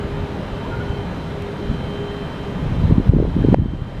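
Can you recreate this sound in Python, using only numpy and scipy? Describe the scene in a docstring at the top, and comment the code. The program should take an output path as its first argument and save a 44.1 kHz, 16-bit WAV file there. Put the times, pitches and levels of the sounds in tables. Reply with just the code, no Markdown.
"""Wind on an open railway platform

Far trains rumble, with the hum and thin whine of their electric drives and a faint squeal.
Wind nudges the microphone, one tiny click sounds, then a gust buffets the microphone. Two buffets
overload the recorder, whose gain control ducks the whole station and lets it creep back."""
import sys
import numpy as np
from scipy import signal
from scipy.fft import rfft, irfft
from scipy.io import wavfile
from scipy.ndimage import uniform_filter1d

SR = 44100
rng = np.random.default_rng(int(sys.argv[2]) if len(sys.argv) > 2 else 0)


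def wrap_up_sound(samples):
    """Save the sound to the file named by the first command line argument, as 16-bit audio."""
    columns = np.atleast_2d(samples).T
    # keep every value between -1 and 1, then stretch to whole-number steps
    tamed = np.clip(columns, -1, 1)
    steps = np.round(tamed * 32767).astype(np.int16)
    wavfile.write(sys.argv[1], SR, steps)


N = 176400
T = np.arange(N) / SR


def amp(db):
    """Decibels to gain."""
    return 10 ** (np.asarray(db) / 20)


def unit(x):
    """Scales to rms 1."""
    return x / np.sqrt(np.mean(x ** 2) + 1e-20)


def curve(rows):
    """A table of (time_s, value) read at every sample."""
    return np.interp(T, *np.transpose(rows))


def colour(spectrum, hz):
    """Gain of a table of (frequency_hz, level_db) at these frequencies."""
    points_hz, db = np.transpose(spectrum)
    return amp(np.interp(np.log(hz + 1), np.log(points_hz + 1), db))


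def noise(shape):
    """Noise of rms 1 whose spectrum is shape(hz)."""
    white = rfft(rng.standard_normal(N))
    return unit(irfft(white * shape(np.fft.rfftfreq(N, 1 / SR)), N))


def drift(rate_hz):
    """Random wander of rms 1, up to about this rate."""
    return noise(lambda f: np.exp(-(f / rate_hz) ** 2) * (f > 0))


def tone(hz):
    """A sine of rms 1 that follows a pitch curve."""
    return np.sqrt(2) * np.sin(2 * np.pi * (np.cumsum(hz) / SR + rng.random()))


# Far trains and town, heard from the open platform: frequency_hz, relative_db
RUMBLE_SPECTRUM = [(15, -18), (30, -3), (60, -6), (110, -2.5), (170, 0), (240, -6.5), (330, -11),
                   (450, -11), (600, -12), (760, -17), (920, -16.5), (1100, -20.5), (1600, -22.5),
                   (2200, -27), (3000, -29.5), (3950, -33), (4450, -39), (7000, -48), (11000, -55),
                   (15000, -63.5)]
def rumble(level_db=-27, patch_db=1, swell_db=-0.03):
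    """Trains and town blur with distance into dull noise with drifting patches of colour."""
    frames, hz = N // 512 + 5, np.fft.rfftfreq(2048, 1 / SR)
    real, imaginary, patches = rng.standard_normal((3, frames, len(hz)))
    patches = uniform_filter1d(patches, size=10, axis=0)  # smooth in time
    patches = unit(uniform_filter1d(patches, size=12, axis=1))  # and in frequency
    spectra = (real + 1j * imaginary) * colour(RUMBLE_SPECTRUM, hz) * amp(patch_db * patches)
    wash = signal.istft(spectra.T, nperseg=2048, noverlap=1536)[1][:N]
    return unit(wash) * amp(level_db + swell_db * drift(rate_hz=18))


# A far locomotive's hum as it reaches the platform: time_s, level_db
HUM_LEVEL = [(0, -34), (.17, -32.5), (.35, -35), (.43, -53), (.52, -38), (.66, -40.5), (.8, -34.5),
             (1.0, -32.5), (1.1, -50), (1.24, -48), (1.33, -35), (1.5, -30.5), (1.56, -41.5), (1.68, -34),
             (1.82, -38.5), (2.0, -29.5), (2.22, -32.5), (2.31, -60), (2.48, -32), (2.75, -59.5),
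             (4, -44.5)]
def locomotive_hum(pitch_hz=406.1, waver=0.0036):
    """One wavering tone that fades in and out on the air."""
    return amp(curve(HUM_LEVEL)) * tone(pitch_hz * (1 + waver * drift(rate_hz=10.7)))


# A far train's whine, faint at the microphone: time_s, level_db
WHINE_LEVEL = [(0, -60), (.19, -50), (.3, -59), (.42, -54), (.63, -48), (.8, -57), (.93, -45), (1.03, -50),
               (1.1, -61), (1.2, -51), (1.3, -59), (1.55, -56), (1.68, -50), (1.85, -45), (2.27, -47.5),
               (2.55, -52), (3.15, -58), (3.46, -50), (3.7, -47), (4, -52)]
# The same whine climbing: time_s, pitch_hz
WHINE_RISE = [(0, 3082), (.63, 3095), (1.6, 3113), (2.3, 3120), (4, 3129)]
def drive_whine(flutter_db=1.8, waver=.001):
    """An electric drive's thin, fluttering whine rises as the train slowly gathers speed."""
    level_db = curve(WHINE_LEVEL) + flutter_db * drift(rate_hz=58)
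    pitch_hz = curve(WHINE_RISE) * (1 + waver * drift(rate_hz=90))
    return amp(level_db) * tone(pitch_hz)


# Engines and drives, well away from the platform: pitch_hz, level_db, width_hz
ENGINE_TONES = [(72.6, -42, 5.7), (102, -42.5, 6.2), (268.66, -44.5, 9), (802, -51, 8.2), (921, -51, 23.24),
                (1205, -53, 22.6), (1437, -66.5, 25), (1540, -60, 23.6)]
# High switching tones of their electronics: pitch_hz, level_db, width_hz
SWITCHING_TONES = [(3950, -65, 8), (4049, -60, 2), (8000, -82, 2), (11916, -83, 6), (12050, -81, 50)]
def steady_drives():
    """Engines and drive electronics hold their notes, wavering with distance."""
    out = np.zeros(N)
    for pitch_hz, level_db, width_hz in ENGINE_TONES + SWITCHING_TONES:
        note = tone(pitch_hz + width_hz / 2 * drift(rate_hz=13.6))
        fading = 1 + 0.25 * drift(rate_hz=2.7)
        out += amp(level_db) * unit(note * fading)
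    return out


# Wind right on the microphone, nudges and then a gust: time_s, level_db
WIND_LEVEL = [(0, -33), (.22, -28.5), (.35, -49), (.74, -27.5), (1.1, -60), (1.6, -54), (1.71, -26),
              (1.8, -36), (2.5, -39), (2.62, -22), (2.81, -20.5), (2.85, -17), (2.89, -17), (2.99, -15.5),
              (3.045, -25), (3.075, -12.5), (3.1, -21.5), (3.14, -9.5), (3.24, -12.5), (3.31, -22),
              (3.41, -15), (3.49, -13.5), (3.53, -11), (3.57, -8.5), (3.62, -9), (3.68, -15.5), (3.83, -23),
              (3.89, -26.5), (4, -19.5)]
# Low turbulence around the microphone: frequency_hz, relative_db
FLOW_SPECTRUM = [(15, -46), (35, 12.5), (65, 7.5), (150, 7.5), (260, -6), (400, -21), (600, -39.5),
                 (1000, -24), (2500, -80)]
# Small eddies in that flow: frequency_hz, relative_db
EDDY_SPECTRUM = [(100, -13), (220, 1), (350, -1.5), (550, -16), (900, -26), (2000, -62.5)]
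def wind(flow_lump_db=0.5, eddy_lump_db=5.5, eddy_mix_db=-13.5):
    """Lumpy low turbulence and ragged small eddies, both following the gust."""
    flow = noise(lambda f: colour(FLOW_SPECTRUM, f)) * amp(flow_lump_db * drift(rate_hz=45))
    eddies = noise(lambda f: colour(EDDY_SPECTRUM, f)) * amp(eddy_lump_db * drift(rate_hz=60))
    return (unit(flow) + amp(eddy_mix_db) * unit(eddies)) * amp(curve(WIND_LEVEL))


# Single eddies striking the microphone: centre_s, peak_db, pitch_hz
EDDY_STRIKES = [(.052, -17, 68), (0.205, -13, 70), (0.239, -14.5, 109), (0.534, -20, 60), (0.905, -11, 78),
                (1.701, -9, 69), (1.715, -11.5, 162), (2.841, -11, 126), (2.854, -3.5, 80),
                (2.912, -5.5, 264), (2.926, 1, 140), (2.958, -14, 200), (2.983, 1.5, 182),
                (3.001, -4.5, 230), (3.072, -5.5, 112), (3.098, 6.6, 90), (3.137, 0, 290), (3.149, -4, 170),
                (3.168, 1, 230), (3.187, -6.5, 384), (3.202, 0, 330), (3.227, -0.5, 284),
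                (3.252, -6.5, 347), (3.367, -0.5, 201), (3.392, -8.5, 254), (3.421, -3, 167),
                (3.442, -6, 296), (3.449, 1.5, 260), (3.487, 1, 243), (3.515, -19, 166), (3.529, -3, 240),
                (3.541, -5, 294), (3.5447, 9.6, 540), (3.587, -1, 248), (3.598, 5, 90.5), (3.613, -10, 190),
                (3.622, -1.5, 168), (3.659, -4, 227), (3.737, -6, 214), (3.822, -7, 99)]
def buffets():
    """Each eddy is one push of pressure with suction before and after."""
    out = np.zeros(N)
    for centre_s, peak_db, pitch_hz in EDDY_STRIKES:
        offset_squared = (np.pi * pitch_hz * (T - centre_s)) ** 2
        out += amp(peak_db) * (1 - 2 * offset_squared) * np.exp(-np.minimum(offset_squared, 50))
    return out


# Squeals from far down the line: start_s, length_s, pitch_hz, relative_db
FAR_SQUEALS = [(.6, .1, 938, -36), (.66, .07, 1440, -45), (.71, .06, 945, -35), (.71, .05, 1475, -32),
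               (.785, .045, 1455, -35), (.81, .1, 970, -40), (.84, .12, 1470, -44)]
def squeals(gain_db=-2, waver=.04, echo_db=-4, echo_t60_s=.5):
    """Short, unsteady squeals, smeared by echoes from the yard on their way to the platform."""
    direct = np.zeros(N)
    for start_s, length_s, pitch_hz, relative_db in FAR_SQUEALS:
        arch = np.sin(np.pi * np.clip((T - start_s) / length_s, 0, 1))
        direct += amp(relative_db) * arch * tone(pitch_hz * (1 + waver * drift(rate_hz=130)))
    tail = rng.standard_normal(SR) * np.exp(-np.log(1000) * T[:SR] / echo_t60_s)
    echoes = signal.fftconvolve(direct, tail / np.linalg.norm(tail))[:N]
    return amp(gain_db) * (direct + amp(echo_db) * echoes)


def tick(start_s=1.4233, peak_db=-24, decay_s=.00006):
    """One tiny dry click."""
    age_s = T - T[round(start_s * SR)]
    return amp(peak_db) * (age_s >= 0) * np.exp(-abs(age_s) / decay_s)


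def scene():
    """The far trains and the close wind at one microphone on the platform."""
    trains = rumble() + locomotive_hum() + drive_whine() + steady_drives() + squeals()
    return (trains + wind() + buffets() + tick())[None]


def ducking(x, attack_s=.004, lookahead_s=.0006, release_db_per_s=13):
    """The recorder's gain cut in dB: it quickly catches peaks over full scale, then creeps back."""
    over_db = 20 * np.log10(np.maximum(abs(x), 1))
    release_db = release_db_per_s * T
    held_db = np.maximum.accumulate(over_db + release_db) - release_db
    smoothed_db = uniform_filter1d(held_db, size=int(attack_s * SR))
    return np.interp(T + lookahead_s, T, smoothed_db)


def record(dry, knee=.9, band_edge_hz=15100):
    """The recorder ducks, softly clips what slips past, and cuts off the highest treble."""
    ducked = dry * amp(-ducking(dry[0]))
    linear = np.clip(ducked, -knee, knee)
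    clipped = linear + (1 - knee) * np.tanh((ducked - linear) / (1 - knee))
    lowpass = signal.firwin(511, band_edge_hz, window=("kaiser", 9), fs=SR)
    return signal.oaconvolve(clipped, lowpass[None], "same")


dry = scene()
out = record(dry)
wrap_up_sound(out)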